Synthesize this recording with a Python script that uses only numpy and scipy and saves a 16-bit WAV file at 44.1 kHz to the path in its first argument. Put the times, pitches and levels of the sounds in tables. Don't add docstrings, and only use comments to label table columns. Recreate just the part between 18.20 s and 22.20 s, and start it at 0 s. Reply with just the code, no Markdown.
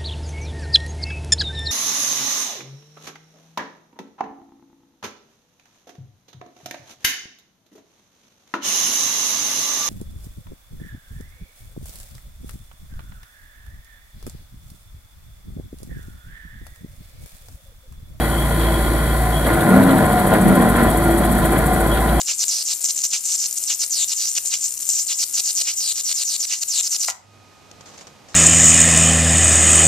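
import sys
import numpy as np
from scipy import signal
from scipy.fft import rfft, irfft
from scipy.io import wavfile
from scipy.ndimage import uniform_filter1d

SR = 44100
rng = np.random.default_rng(int(sys.argv[2]) if len(sys.argv) > 2 else 0)


def wrap_up_sound(samples):
    columns = np.atleast_2d(samples).T
    tamed = np.clip(columns, -1, 1)
    steps = np.round(tamed * 32767).astype(np.int16)
    wavfile.write(sys.argv[1], SR, steps)


N = 176400
T, HZ = np.arange(N) / SR, np.fft.rfftfreq(N, 1 / SR)

# t/s, level/dB
BITE = [(.8, -49), (1.02, -13.5), (1.17, -20), (1.245, -11), (1.27, -1), (1.32, -1.5), (1.52, 1.5),
        (1.8, 0), (2.07, -1.5), (2.14, 3), (2.22, -1.5), (2.44, 2.5), (2.52, -2.5), (2.57, 2), (2.8, -6),
        (2.92, -3), (3.03, -5), (3.27, -4), (3.4, -1.5), (3.46, -5.5), (3.53, -2), (3.62, -4.5), (4, -7)]
# f/Hz, level/dB
CHOP_COLOUR = [(30, -40.5), (70, 0.5), (110, -2), (200, 4), (300, 2.5), (400, -2), (650, -4.5), (900, -7),
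               (1300, -9.5), (1900, -10), (2200, -17.5), (2600, -26.5), (3800, -28.5), (5000, -46.5)]
# f/Hz, width/Hz, level/dB
HOUSING_RINGS = [(162.7, 7.7, 3.5), (336.6, 14.4, 7.5), (458, 26, 5), (581.3, 20.6, 8.5), (651, 21.3, 9.5),
                 (764, 6.3, 13), (808, 7.5, 8.5), (1000, 19, 8), (1030.5, 21.7, 10), (1415.5, 24, 11.5),
                 (1487, 14.5, 7), (1987, 60, 2)]
# t/s, level/dB
LOW_BOOM = [(0, -45), (1.25, -32), (1.45, -10), (1.525, 3.5), (1.6, 2), (1.73, -10), (1.8, -4), (1.87, -11),
            (2.19, -6), (2.235, 2.5), (2.35, 1), (2.45, -3.5), (2.75, -19), (3.12, -6), (3.35, -18),
            (3.56, -9), (3.7, -18), (4, -20)]
# t/s, level/dB, f/Hz
HIGH_BOOM = [(1.25, -45, 220), (1.48, -8, 225), (1.53, 3, 235), (1.58, 3.5, 268), (1.74, 2.5, 272),
             (1.81, -3, 238), (1.9, -12, 230), (2.17, -7, 215), (2.26, -1, 240), (2.33, -5, 262),
             (2.45, 3, 235), (2.56, -10, 232), (2.63, 1, 232), (2.76, -12, 235), (3.14, -7, 238),
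             (3.5, -22, 235)]
# t/s, level/dB
CRUNCHES = [(1.258, 0), (1.284, -1), (1.5, -2), (2.125, -6), (2.15, -1), (2.553, 2), (2.58, 0), (3.245, -2),
            (3.32, -1), (3.355, -2)]
# f/Hz, level/dB
CRUNCH_COLOUR = [(60, -23), (300, -5), (700, -13), (1500, -1), (2000, 0), (2700, -19), (6000, -42)]
# t/s, f/Hz
FIRING_RATE = [(0, 56.1), (.3, 56.4), (.8, 56.3), (1.27, 56.7), (1.42, 54.5), (1.6, 52.5), (2.0, 53),
               (2.6, 53.4), (2.85, 54.6), (3.6, 54.6), (3.8, 55.6), (4, 56.4)]
# t/s, level/dB
DRONE = [(0, -21.5), (.26, -16.5), (1.28, -17.5), (1.39, -25), (1.52, -37), (1.75, -30), (2.05, -26.5),
         (2.6, -21), (2.8, -19.5), (3.55, -20), (3.72, -17), (4, -16)]
# multiple of a quarter firing rate, level/dB
MACHINE_TONES = [(3, -48), (6, -37), (8, -30), (10, -29.5), (11, -31), (12, -31), (16, -30.5), (18, -37.5),
                 (20, -37.5), (22, -37.5), (24, -35.5), (26, -37)]
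# t/s, level/dB
RUNNING = [(0, 4), (.2, 0.5), (.45, 3), (1.05, 1.5), (4, 1)]
# f/Hz, level/dB
CLATTER_COLOUR = [(20, -27), (45, 4.5), (90, -1), (160, -1.5), (300, -6.5), (450, -9.5), (620, -9.5),
                  (900, -11.5), (1400, -14.5), (2000, -13), (2400, -19.5), (2850, -30.5), (3150, -17.5),
                  (3600, -23), (4450, -21), (5100, -33.5), (16000, -79)]
# t/s, level/dB
SINGING = [(0, -2), (.35, -28), (.85, -22), (1.07, 1), (1.28, -7.5), (1.4, 2.5), (1.72, -8.5), (1.92, 7),
           (2.1, -0.5), (2.3, -2), (2.55, -3.5), (2.8, 0.5), (3.1, -2.5), (3.4, -8), (3.52, 5.5),
           (3.7, -14), (4, 2)]
# t/s, level/dB
HUM = [(0, 1), (.22, -9.5), (.47, 0), (.9, -10.5), (1.4, -26), (2.3, -4), (2.7, -2.5), (2.95, 7.5),
       (3.15, -6), (3.3, 1), (3.6, -5), (4, -0.5)]
# t/s, level/dB
SWISHES = [(1.273, 3), (1.338, 2), (1.415, 3), (1.492, 2), (1.565, 0), (1.634, 1), (1.716, 1), (1.785, 2),
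           (1.857, 3), (1.926, 2), (1.998, 2), (2.074, 3), (2.14, 2), (2.216, 1), (2.285, 4), (2.357, 3),
           (2.423, 1), (2.496, 5), (2.567, 3), (2.635, 4), (2.706, 4), (2.776, 4), (2.842, 4), (2.914, 2),
           (2.985, 4), (3.052, 3), (3.122, 5), (3.189, 3), (3.255, 4), (3.325, 3), (3.386, 5), (3.467, 3),
           (3.538, 2), (3.607, 2), (3.673, 1), (3.742, 0), (3.811, -3)]
# f/Hz, level/dB
SWISH_COLOUR = [(20, -50), (3000, -35), (6000, -27), (7000, -13), (7900, -2), (9300, -1), (10800, 0),
                (12500, -1.5), (14000, -6), (15500, -16)]
# f/Hz, level/dB
AIR_COLOUR = [(20, -40), (2500, -32), (4400, -14), (5100, -19), (6000, -14), (6900, -11.5), (7500, -6),
              (9000, -5), (10200, 0), (11300, 0), (12200, -4.5), (13800, -5.5), (15500, -10.5)]
# t/s, length/s, level/dB
RASPS = [(.395, .08, 0), (1.24, .04, 3), (1.315, .04, 2), (1.395, .035, 2), (1.54, .04, 0),
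         (1.615, .035, -1), (1.68, .045, 2), (1.76, .04, -1), (1.91, .03, 1), (1.97, .05, -1),
         (2.11, .05, 3), (2.54, .08, 0), (3.025, .04, -2), (3.22, .06, -1), (3.735, .06, 0), (3.87, .04, 3)]
# f/Hz, level/dB
RASP_COLOUR = [(1500, -25), (2700, -5), (3100, 0), (4100, -1), (5500, -25)]
# t/s, length/s, level/dB
SQUEAKS = [(0, .07, -3), (.1, .18, 0), (.3, .3, -1), (.62, .07, 1), (.75, .2, -3), (1.11, .11, 0),
           (1.215, .06, 2), (1.67, .045, -2), (2.375, .05, -4), (2.535, .045, 3), (2.67, .045, 0),
           (2.87, .09, -7), (3.22, .045, -2), (3.63, .05, 3), (3.7, .045, 1), (3.76, .06, -1),
           (3.94, .08, 0)]
# f/Hz, level/dB
WIND_COLOUR = [(8, -3), (30, -6), (70, 12), (110, -17), (250, -37), (1000, -55)]
# f/Hz, likeness (1 = the same)
LIKENESS = [(60, .95), (150, .97), (300, .95), (640, .94), (1400, .86), (2200, .7), (3100, .45), (6800, .2),
            (15000, .25)]
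# f/Hz, level/dB
BALANCE = [(60, 0), (170, -.6), (350, 1.3), (700, 1.9), (1400, .2), (2500, .8), (4500, 2.6), (13000, 3.7)]
# f/Hz, phase/rad
LEFT_LAG = [(60, 0), (600, 0.4648), (1460, 0.5), (2150, 1.51), (3300, -1.04), (4650, 2.9), (6900, 7.5),
            (8900, 5), (11800, 7.5), (15300, 8.5)]

CHOP_DB, CHOP_TOP_HZ, UNEVEN_FEED_DB, UNEVEN_FEED_HZ = -17, 6000, 1, 9.5
KNOCK_FADE, KNOCK_FLOOR = 0.22, 0.65
SPLINTER_DB, SPLINTER_HZ = 3, 780
LOW_BOOM_HZ, LOW_BOOM_DB, HIGH_BOOM_DB = 190.6, -15, -18.5
CRUNCH_DB, CRUNCH_RISE_S, CRUNCH_FADE_S = -24.5, .005, .036
TONE_WAVER_DB, JITTER_CYCLES = 1.5, 0.0015
CLATTER_DB, BUZZ_DB, CLATTER_DEPTH = -25.5, -30.5, 0.19
SINGING_HZ, SINGING_DB, HUM_HZ, HUM_DB, NOTE_WAVER_DB, NOTE_DRIFT_HZ = 727, -28, 335, -27.5, 3.2, 5
SWISH_DB, SWISH_RISE_S, SWISH_FALL_S = -29.7, .0055, .009
AIR_DB, AIR_FLUTTER_DB = -31, 1.15
RASP_DB, RASP_GRAIN_DB = -38.5, 2.5
SQUEAK_HZ, SQUEAK_DB, SQUEAK_LOW_HZ, SQUEAK_LOW_DB, SQUEAK_WIDTH_HZ = 3300, -39, 3077, -10, 65
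SQUEAK_IDLE_DB, SQUEAK_FLUTTER_DB, CHATTER_DB, CHATTER_LEAD_S = -12, 2, -9.5, .018
WIND_DB = -39.5
PEAK_LIMIT, TREBLE_EDGE_HZ = .97, 15750


def knives(cycle):
    since_knock = (4 * cycle) % 1
    knocks = (KNOCK_FLOOR + np.exp(-since_knock / KNOCK_FADE)) * flicker(SPLINTER_DB, SPLINTER_HZ)
    colour = amp(across(CHOP_COLOUR)) * housing() / (1 + (HZ / CHOP_TOP_HZ) ** 4)
    bite = amp(CHOP_DB + curve(BITE)) * flicker(UNEVEN_FEED_DB, UNEVEN_FEED_HZ)
    return bite * noise(knocks, colour) + hopper(knocks)


def hopper(knocks):
    times, db, hz = np.transpose(HIGH_BOOM)
    high = amp(HIGH_BOOM_DB + np.interp(T, times, db)) * boom(knocks, np.interp(T, times, hz), 16.4)
    low = amp(LOW_BOOM_DB + curve(LOW_BOOM)) * boom(knocks, LOW_BOOM_HZ, width_hz=16)
    return low + high


def boom(knocks, hz, width_hz):
    ring = signal.hilbert(noise(knocks, resonance(LOW_BOOM_HZ, width_hz)))
    shift_turns = np.cumsum((hz - LOW_BOOM_HZ) * np.ones(N)) / SR
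    ring = (ring * np.exp(2j * np.pi * shift_turns)).real
    power = uniform_filter1d((ring ** 2).mean(0), size=1800)
    return ring / np.sqrt(power + 0.03)


def housing():
    return np.sqrt(1 + sum(amp(db) ** 2 * resonance(hz, width) for hz, width, db in HOUSING_RINGS))


def crunches():
    loudness = np.zeros(N)
    for start, db in CRUNCHES:
        age = np.maximum(T - start, 0)
        loudness += amp(db) * np.minimum(age / CRUNCH_RISE_S, 1) * np.exp(-age / CRUNCH_FADE_S)
    colour = amp(across(CRUNCH_COLOUR)) * np.sqrt(housing())
    return amp(CRUNCH_DB) * loudness * noise(flicker(SPLINTER_DB, SPLINTER_HZ), colour)


def engine(cycle):
    def tone(per_firing):
        return np.cos(2 * np.pi * (2 * per_firing * cycle + rng.random()))
    low_tones = sum(amp(db) * flicker(TONE_WAVER_DB, 4.3) * tone(k / 4) for k, db in MACHINE_TONES)
    colour = amp(across(CLATTER_COLOUR)) * housing()
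    overtones = sum(tone(k / 4) for k in range(25, 150))
    buzz = amp(BUZZ_DB) * unit(irfft(rfft(overtones) * colour, N))
    clatter = amp(CLATTER_DB) * noise(1 + CLATTER_DEPTH * tone(1), colour)
    drone = amp(curve(DRONE)) * tone(1)
    return drone + low_tones + amp(curve(RUNNING)) * (buzz + clatter)


def steel_panels():
    def note(hz):
        waver = flicker(NOTE_WAVER_DB, 57)
        turns = np.cumsum(hz + NOTE_DRIFT_HZ * wander(21.9)) / SR
        return np.sqrt(2) * waver * np.sin(2 * np.pi * turns)
    singing = amp(SINGING_DB + curve(SINGING)) * note(SINGING_HZ)
    return singing + amp(HUM_DB + curve(HUM)) * note(HUM_HZ)


def blower():
    flutter = flicker(AIR_FLUTTER_DB, 270)
    hiss = amp(AIR_DB) * noise(flutter, amp(across(AIR_COLOUR)))
    return hiss + amp(SWISH_DB) * swish_loudness() * noise(flutter, amp(across(SWISH_COLOUR)))


def swish_loudness():
    power = np.zeros(N)
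    for peak_s, db in SWISHES:
        width_s = np.where(T < peak_s, SWISH_RISE_S, SWISH_FALL_S)
        power += amp(db) ** 2 * np.exp(-np.minimum(((T - peak_s) / width_s) ** 2, 50))
    return np.sqrt(power)


def rasps():
    scrape = noise(flicker(RASP_GRAIN_DB, SPLINTER_HZ), amp(across(RASP_COLOUR)))
    return amp(RASP_DB) * bursts(RASPS, edge_s=.012) * scrape


def drive():
    chatter = amp(CHATTER_DB) * np.interp(T + CHATTER_LEAD_S, T, swish_loudness())
    loudness = amp(SQUEAK_IDLE_DB) + chatter + bursts(SQUEAKS, edge_s=.018)
    flutter = flicker(SQUEAK_FLUTTER_DB, 25)
    high = resonance(SQUEAK_HZ, SQUEAK_WIDTH_HZ)
    low = amp(SQUEAK_LOW_DB) * resonance(SQUEAK_LOW_HZ, SQUEAK_WIDTH_HZ)
    return amp(SQUEAK_DB) * loudness * flutter * noise(1, high + low)


def wind():
    spectrum = rfft(rng.standard_normal((2, N))) * amp(across(WIND_COLOUR))
    return amp(WIND_DB) * unit(irfft(spectrum, N))


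def noise(loudness, colour):
    left, other = rfft(rng.standard_normal((2, N)) * loudness)
    like = np.clip(across(LIKENESS), 0, 1)
    right = like * left + np.sqrt(1 - like ** 2) * other
    log_gain = np.log(np.r_[colour, colour[-2:0:-1]] + 1e-6)
    phase = -signal.hilbert(log_gain).imag[:len(HZ)]
    return unit(irfft(np.array([left, right]) * colour * np.exp(1j * phase), N))


def bursts(rows, edge_s):
    return sum(amp(db) * np.clip(np.minimum(T - start, start + length - T) / edge_s, 0, 1)
               for start, length, db in rows)


def resonance(hz, width_hz):
    return 1 / (1 + (2 * (HZ - hz) / width_hz) ** 2)


def wander(rate_hz):
    return unit(irfft(rfft(rng.standard_normal(N)) * np.exp(-(HZ / rate_hz) ** 2), N))


def flicker(depth_db, rate_hz):
    return amp(depth_db * wander(rate_hz))


def curve(points):
    return np.interp(T, *np.transpose(points))


def across(points):
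    hz, value = np.transpose(points)
    return np.interp(np.log(HZ + 1), np.log(hz), value)


def amp(db):
    return 10 ** (np.asarray(db) / 20)


def unit(x):
    return x / np.sqrt(np.mean(x ** 2) + 1e-20)


def scene():
    cycle = np.cumsum(curve(FIRING_RATE) / 2) / SR + JITTER_CYCLES * wander(18)
    return (engine(cycle) + knives(cycle) + crunches() + rasps()
            + steel_panels() + blower() + drive() + wind())


def record(dry):
    side = amp(across(BALANCE) / 2)
    microphones = np.array([side * np.exp(-1j * across(LEFT_LAG)), 1 / side])
    heard = irfft(rfft(dry) * microphones, N)
    rounded = heard / (1 + (heard / PEAK_LIMIT) ** 8) ** (1 / 8)
    treble_cut = signal.firwin(701, TREBLE_EDGE_HZ, window=("kaiser", 9), fs=SR)
    return signal.oaconvolve(rounded, treble_cut[None], "same")


dry = scene()
out = record(dry)
wrap_up_sound(out)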